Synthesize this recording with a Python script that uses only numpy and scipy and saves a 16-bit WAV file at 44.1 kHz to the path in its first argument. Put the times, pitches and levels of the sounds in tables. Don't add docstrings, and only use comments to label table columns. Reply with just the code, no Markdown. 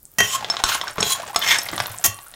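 import sys
import numpy as np
from scipy import signal
from scipy.fft import rfft, irfft, next_fast_len
from scipy.io import wavfile
from scipy.ndimage import uniform_filter1d, map_coordinates

SR = 44100
rng = np.random.default_rng(int(sys.argv[2]) if len(sys.argv) > 2 else 0)


def pcm_store(signal):
    levels = np.round(np.clip(np.atleast_2d(signal), -1, 1) * 32767)
    wavfile.write(sys.argv[1], SR, levels.astype(np.int16).T)


def ratio_of_db(decibels):
    return 10 ** (np.asarray(decibels, float) / 20)


N = 103635


def unit(x):
    return x / np.sqrt(np.mean(x ** 2) + 1e-20)


def along(points, hz):
    f, v = np.transpose(points)
    return np.interp(np.log(hz + 1), np.log(f + 1), v)


def over_time(rows, outside=None):
    s, value = np.transpose(rows)
    return np.interp(np.arange(N) / SR, s, value, outside, outside)


def wobble(rate):
    knots = rng.standard_normal(int(N * rate / SR) + 4)
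    return map_coordinates(knots, [np.arange(N) * rate / SR])


def filtered(x, response):
    m = next_fast_len(N + SR // 2)
    return irfft(rfft(x, m) * response(np.fft.rfftfreq(m, 1 / SR)), m)[..., :N]


def coloured(x, points):
    def response(f):
        inside = (f > points[0][0] / 2) * (f < points[-1][0] * 2)
        return ratio_of_db(along(points, f)) * inside
    return filtered(x, response)


def tilted(points, bright_db):
    return [(hz, g + bright_db * np.log2(hz / 3000)) for hz, g in points]


def resonant(x, peaks):
    def body(f):
        total = 0
        for k, (c, w, db) in enumerate(peaks):
            total = total + (-1) ** k * ratio_of_db(db) * 1j * f * w / (c * c - f * f + 1j * f * w)
        return total
    blow = np.eye(1, N)[0]
    return filtered(x, body) / np.abs(filtered(blow, body)).max()


def bumps(per_s, spread_db):
    u = rng.random((3, N))
    happens = u[0] < per_s / SR
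    size = ratio_of_db(-spread_db * np.log(u[2] + .015))
    return unit(happens * np.sign(u[1] - .5) * size)


# start_s, peak_db, chatter_s, spoon_share (0 pan - 1 spoon), bright_db_per_octave
CLANGS = [
    (0.185, -3.5, 0.0028, 0, -2),
    (.204, -5.5, 0.002, 0.2, -2.5),
    (2.04, -2.5, 0.023, 0.69, 1),
]
# pitch_hz, level_db, t60_s
PAN_RING = [(1908, 7, 0.16), (2673, -3, 0.3), (3157, 1.5, 0.24), (5770, -6, 0.29), (6220, 4, 0.1),
            (6600, -9, 0.3)]
# pitch_hz, level_db, t60_s
SPOON_RING = [(1125, -8, .5), (2762, -14, .36), (3451, -16, .3), (4269, -21, .4), (4673, -12, .13),
              (5652, -14, .17), (6772, -8, .14), (9297, -10, .08), (11330, -6, .09), (12370, -9, .09)]
# freq_hz, level_db (per Hz)
CHATTER = [(200, -8.5), (900, -4), (2000, -6), (4500, -9.5), (6400, 4), (8500, -6.5), (13000, -1.5),
           (16000, -11)]
RING_DB, CHATTER_DB, CHATTER_T60_S = -14.5, -10, 0.04


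def ringing(modes, s, t, blur):
    out = 0
    for hz, db, t60 in modes:
        phase = 2 * np.pi * hz * (t + s) + blur * wobble(118)[:len(t)]
        out = out + ratio_of_db(db - 60 * t / t60) * np.sin(phase)
    return out


def clangs():
    out, t = np.zeros(N + SR), np.arange(SR // 2) / SR
    for s, db, chatter, spoon_share, bright_db in CLANGS:
        hiss = unit(coloured(bumps(9000, 3.0), tilted(CHATTER, bright_db)))[:len(t)]
        noise = hiss * ratio_of_db(CHATTER_DB - 60 * np.maximum(t - chatter, 0) / CHATTER_T60_S)
        pan = ringing(PAN_RING, s, t, blur=1.4)
        spoon = ringing(SPOON_RING, s, t, blur=.5)
        ring = (1 - spoon_share) * pan + spoon_share * spoon
        swell = 1 - np.exp(-t / 0.0029)
        out[round(s * SR):][:len(t)] += ratio_of_db(db) * (ratio_of_db(RING_DB) * ring * swell + noise)
    return out[:N]


# start_s, click_peak_db, body_db (over the click), steel_db (over the click)
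KNOCKS = [(0.204, -15, 4, -20), (0.4457, -22.5, -2, -39), (0.5, -16.5, -7.5, -0.5), (0.5405, -28, -1, -6),
          (0.568, -16.5, -16.5, -32), (0.6384, -3.5, -7.5, -13.5), (0.8136, -19.5, -7, -10),
          (0.88, -19, -10, -8), (0.9823, -25.5, 3, -4), (1.0051, -34.5, 10.5, 24),
          (1.0228, -18.5, -3.5, -10), (1.0282, -10.5, -20, -4), (1.3462, -26.5, -4, 1),
          (1.361, -7.5, -9, -4), (1.5876, -29, 2.5, 22.5), (1.6171, -21, -22, -4), (1.6876, -18, -15, -26),
          (1.732, -29.5, 4, 2), (1.7793, -15.5, -13, -20), (1.8022, -13, -2, -20), (1.8586, -17, -13, -22),
          (2.1886, -32.5, -5, -10), (2.3391, -26.5, -19.5, -20.5)]
# pitch_hz, width_hz, level_db
CLICK = [(3590, 1150, 9.5), (2640, 4400, -3.5), (14000, 2500, -24)]
# pitch_hz, width_hz, level_db
BODY = [(766, 244, 2), (1070, 180, 5), (1417, 560, 1.5), (1975, 58, -6)]
# pitch_hz, width_hz, level_db
STEEL = [(5376, 53, 1), (6500, 160, 5), (7680, 220, -3), (9600, 230, -3), (13300, 630, 6)]
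CONTACT_T60_S, RATTLE_DB = 0.019, 3.5
SPOT_DB, DETUNE = 2, .012
SOFT_HZ, HARDER_HZ_PER_DB = 9000, 220


def knocks():
    out, t = np.zeros(N + SR), np.arange(SR // 12) / SR
    for s, db, body_db, steel_db in KNOCKS:
        rattle = ratio_of_db(-60 * t / CONTACT_T60_S) * rng.standard_normal(len(t))
        blow = ratio_of_db(RATTLE_DB) * rattle / np.linalg.norm(rattle)
        blow[0] = 1
        band_hz = SOFT_HZ + HARDER_HZ_PER_DB * np.clip(db, -25, 0)
        blow = 2 * signal.lfilter(*signal.butter(2, band_hz, fs=SR), blow)
        hit = 0
        for part, part_db in ((CLICK, 0), (BODY, body_db), (STEEL, steel_db)):
            for hz, width, g in part:
                b, a = signal.iirpeak(hz * (1 + DETUNE * rng.normal()), hz / width, SR)
                level = ratio_of_db(g - 8.5 + part_db + SPOT_DB * rng.normal())
                hit = hit + level * signal.lfilter(b, a, blow) / (2 * b[0])
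        out[round(s * SR):][:len(t)] += ratio_of_db(db) * hit
    return out[:N]


SLIPS_PER_S, SLIP_SPREAD_DB, WANDER_DB = 2500, 3.5, 4
DRIFT, DRIFT_PER_S = .014, 40


def singing(peaks):
    slips, out = bumps(SLIPS_PER_S, SLIP_SPREAD_DB), 0
    for hz, width, db in peaks:
        mode = unit(signal.lfilter(*signal.iirpeak(hz, hz / width, SR), slips))
        slide = np.arange(N) + DRIFT * SR / DRIFT_PER_S / 2 * wobble(DRIFT_PER_S)
        swell = ratio_of_db(db + WANDER_DB * wobble(34.77)) * np.sqrt(width)
        out = out + swell * map_coordinates(mode, [slide])
    return unit(out)


# start_s, pressure_db
STROKES = [
    [(.225, -28), (.289, -28.5), (.321, -22), (.337, -18.5), (.36, -20.5), (.385, -57)],
    [(.648, -29.5), (.7, -22.5), (.758, -19.5), (.768, -27), (.8, -38)],
    [(1.036, -30.5), (1.082, -20), (1.095, -18), (1.112, -14), (1.135, -17.5), (1.142, -34), (1.17, -34)],
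    [(1.415, -25.5), (1.447, -23.5), (1.467, -19.5), (1.505, -14.5), (1.555, -18.5), (1.58, -28.5),
     (1.595, -30), (1.61, -42)],
]
# start_s, pressure_db
SKID = [(0.588, -33), (.6, -16), (.615, -48)]
# pitch_hz, width_hz, level_db
SING_1 = [(1060, 34, 2), (3120, 120, -1.5), (5360, 80, -6.5), (7000, 310, -10), (7700, 130, -7.5),
          (9800, 230, -13.5), (13800, 250, -4.5)]
SING_2 = [(1073, 53, -2), (1400, 210, 1.5), (3020, 510, -4.5), (4030, 220, -1.5), (6550, 300, -8),
          (9600, 300, -5.5), (13700, 610, -9)]
SING_3 = [(1061, 20, 1), (3290, 51, -2.5), (4016, 69, 0.5), (6930, 190, -4.5), (9590, 190, -10),
          (13400, 290, -10.5), (14300, 300, -11)]
SING_4 = [(1037, 100, -5), (1755, 170, 0), (2120, 210, -1.5), (3470, 230, -5), (5370, 100, -2),
          (6200, 220, -10.5), (13400, 680, -15.5)]
SING_SKID = [(784, 130, 4), (5390, 170, -20)]
# level_db (over the singing), bright_db_per_octave
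GRIT = [
    (-6, 3),
    (1, -1.5),
    (-5, 3),
    (-2.5, -2.5),
    (-2.5, -5),
]
# freq_hz, level_db (per Hz)
DRAG = [(300, -23), (1000, 4.5), (3100, 10), (4900, 5.5), (6700, 10.5), (11500, -6.5), (16000, -29)]
CLUMP_DB, JUDDER_DB = 2.5, 1.6


def scrape():
    out = 0
    sings = (SING_1, SING_2, SING_3, SING_4, SING_SKID)
    for stroke, peaks, (grit_db, bright_db) in zip([*STROKES, SKID], sings, GRIT):
        press = uniform_filter1d(ratio_of_db(over_time(stroke, outside=-120)), size=200)
        grains = bumps(4000, 2.5) * ratio_of_db(CLUMP_DB * wobble(140))
        grit = unit(coloured(grains, tilted(DRAG, bright_db)))
        out = out + press * unit(singing(peaks) + ratio_of_db(grit_db) * grit)
    return out * ratio_of_db(JUDDER_DB * wobble(90) - 1.5)


# start_s, peak_db, pitch_hz
TAPS = [(0.307, -15, 2670), (0.333, -13, 3120), (0.425, -14.5, 810), (0.598, -16, 770), (0.692, -11, 1070),
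        (0.717, -8.5, 1490), (0.751, -8.5, 1043), (0.836, -14.5, 1020), (0.872, -11, 1590),
        (0.961, -21.5, 1060), (1.064, -16, 4030), (1.15, -12.5, 1060), (1.197, -17, 660),
        (1.233, -16.5, 1020), (1.278, -21, 745), (1.299, -17.5, 810), (1.332, -21, 980), (1.423, -8, 3130),
        (1.464, -5.5, 2130), (1.503, -10, 5370), (1.664, -15.5, 2070), (1.752, -21, 1890),
        (1.881, -19.5, 1040), (1.94, -24, 1050), (1.995, -29, 735), (2.011, -33, 650), (2.265, -29.5, 1410)]
TAP_CYCLES, TAP_T60_S = 13.4, 0.03


def taps():
    out, t = np.zeros(N + SR), np.arange(SR // 30) / SR
    for s, db, hz in TAPS:
        blow = ratio_of_db(-60 * t / TAP_T60_S) * rng.standard_normal(len(t)) / 2
        blow[0] = 2
        soft_blow = uniform_filter1d(blow, size=3, origin=1, mode="constant")
        tap = signal.lfilter(*signal.iirpeak(hz, TAP_CYCLES, SR), soft_blow)
        out[round(s * SR):][:len(t)] += ratio_of_db(db - 6.5) * tap / np.abs(tap).max()
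    return out[:N]


# start_s, level_db
TUMBLE = [(0, -84), (.18, -55), (.22, -37), (.45, -30), (.75, -38), (.9, -32.5), (.95, -45), (1.0, -27.5),
          (1.25, -34), (1.7, -30.5), (1.95, -37), (2.25, -48.5)]
# freq_hz, level_db (per Hz)
NUT = [(300, -15), (650, -1.5), (1040, -6.5), (3500, -8), (7000, -12.5), (14000, -43)]
# freq_hz, level_db (per Hz)
RUMBLE = [(25, -42), (60, 6), (130, 14), (350, 1)]
NUT_BUMPS_PER_S, NUT_SPREAD_DB, NUT_BODY_DB, RUMBLE_DB = 900, 3.8, -3, -18


def nuts():
    motion = ratio_of_db(over_time(TUMBLE))
    hits = bumps(NUT_BUMPS_PER_S, NUT_SPREAD_DB) * ratio_of_db(2.6 * wobble(45))
    tumble = unit(coloured(hits, NUT)) + ratio_of_db(NUT_BODY_DB) * unit(resonant(hits, BODY))
    rock = ratio_of_db(RUMBLE_DB + 3.5 * wobble(9.3)) * unit(coloured(rng.standard_normal(N), RUMBLE))
    return motion * (tumble / 2.53 + rock)


# start_s, peak_db, pitch_hz
SPITS = [(0.0303, -24, 12900), (0.0537, -20.5, 8270), (0.1171, -28.5, 13100), (0.139, -27, 14300),
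         (0.816, -21, 8240), (0.8405, -23, 14300), (0.9101, -20, 9400), (0.9327, -26.5, 7700),
         (0.9577, -24, 11600), (1.0093, -6, 7900), (1.1464, -19, 9030), (1.2301, -23, 9450),
         (1.277, -23, 7260), (1.31, -26, 14000), (1.3923, -7, 13200), (1.4491, -28, 13000),
         (1.5859, -4, 8270), (1.6342, -9.5, 12100), (1.656, -12.5, 13000), (1.715, -20, 7570),
         (1.7642, -11.5, 9000), (1.84, -22, 14300), (1.8695, -8.5, 12200), (1.8961, -19, 12200),
         (1.9659, -23, 8000), (1.9861, -11.5, 7900), (2.013, -20, 11300), (2.1449, -18, 9100),
         (2.2094, -28, 8600), (2.2393, -23, 12400), (2.266, -35, 8730), (2.2834, -27, 9290),
         (2.3154, -25, 9040)]
# start_s, level_db
SIZZLE = [(0, -29), (.18, -25), (.4, 11.5), (1.8, 28.5), (2.35, 18.5)]
SPIT_CYCLES, SIZZLE_PER_S, SIZZLE_DB, SIZZLE_HZ, SIZZLE_SPREAD_DB = 9, 180, -53, 12000, 2.8


def fat():
    u = rng.random((round(SIZZLE_PER_S * N / SR), 3))
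    small_s = u[:, 0] * N / SR
    stirred_db = np.interp(small_s, *np.transpose(SIZZLE))
    small_db = SIZZLE_DB + stirred_db - SIZZLE_SPREAD_DB * np.log(u[:, 1] + 0.053)
    small_hz = SIZZLE_HZ * np.exp(0.72 * (u[:, 2] - .6))
    droplets = np.r_[np.array(SPITS), np.c_[small_s, small_db, small_hz]]
    s, db, hz = droplets.T[:, :, None]
    cycles = np.arange(128) / SR * hz
    life = cycles * 8.7 / SPIT_CYCLES
    drops = 2.38 * ratio_of_db(db) * life * np.exp(-life) * np.sin(2 * np.pi * cycles)
    places = np.round(s * SR).astype(int) + np.arange(128)
    return np.bincount(places.ravel(), drops.ravel(), N + SR)[:N]


# start_s, peak_db, pitch_hz, t60_s
JOLTS = [(.202, -19.5, 425, 0.063), (0.201, -41, 58.5, .15), (.228, -28, 109, 0.13),
         (0.638, -21, 49, 0.094), (.982, -22, 173, .06), (0.985, -20, 443, 0.065), (1.007, -26, 218, 0.035),
         (1.027, -19.5, 435, 0.04), (1.027, -29, 169, 0.043), (1.066, -30, 129, .06),
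         (1.36, -36, 58.4, 0.13), (1.731, -23.5, 318, 0.039), (1.751, -30, 194, 0.059),
         (1.802, -28.5, 120, 0.13), (1.9, -34.5, 105, 0.26), (2.047, -32, 60.4, 0.072),
         (2.081, -29, 101.7, 0.21)]


def jolts():
    out, t = np.zeros(N), np.arange(N) / SR
    for s, db, hz, t60 in JOLTS:
        fade = ratio_of_db(db - 60 * np.maximum(t - s, 0) / t60)
        out += fade * (t > s) * np.sin(2 * np.pi * hz * (t - s))
    return out


# freq_hz, t60_s
KITCHEN = [(200, 0.29), (2000, 0.25), (12000, 0.13)]


def kitchen(x):
    hz, t, z = signal.stft(rng.standard_normal(SR // 2), SR, nperseg=256)
    decay = ratio_of_db(-60 * t / along(KITCHEN, hz)[:, None])
    tail = signal.istft(z * decay, SR, nperseg=256)[1]
    return signal.fftconvolve(np.pad(x, (120, 0)), tail / np.linalg.norm(tail))[:N]


# freq_hz, level_db (per Hz)
ROOM = [(25, 13), (400, -2.5), (1000, -9), (2600, -21), (8400, -8), (16000, -7)]


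def room():
    return unit(coloured(rng.standard_normal(N), ROOM))


KITCHEN_DB, ROOM_DB = -8.5, -53.5


def scene():
    pan = clangs() + knocks() + scrape() + taps() + nuts() + fat() + jolts()
    mix = pan + ratio_of_db(KITCHEN_DB) * kitchen(pan) + ratio_of_db(ROOM_DB) * room()
    return mix[None]


def top_cut(x):
    return signal.sosfilt(signal.butter(12, 16810, fs=SR, output="sos"), x)


def record(dry):
    TOP_HZ = 15850
    clipped = dry / (1 + np.abs(dry) ** 6) ** (1 / 6)
    mix = filtered(clipped, lambda f: np.where(f < TOP_HZ, 1, ratio_of_db(-38)))
    return top_cut(mix)


dry = scene()
out = record(dry)
pcm_store(out)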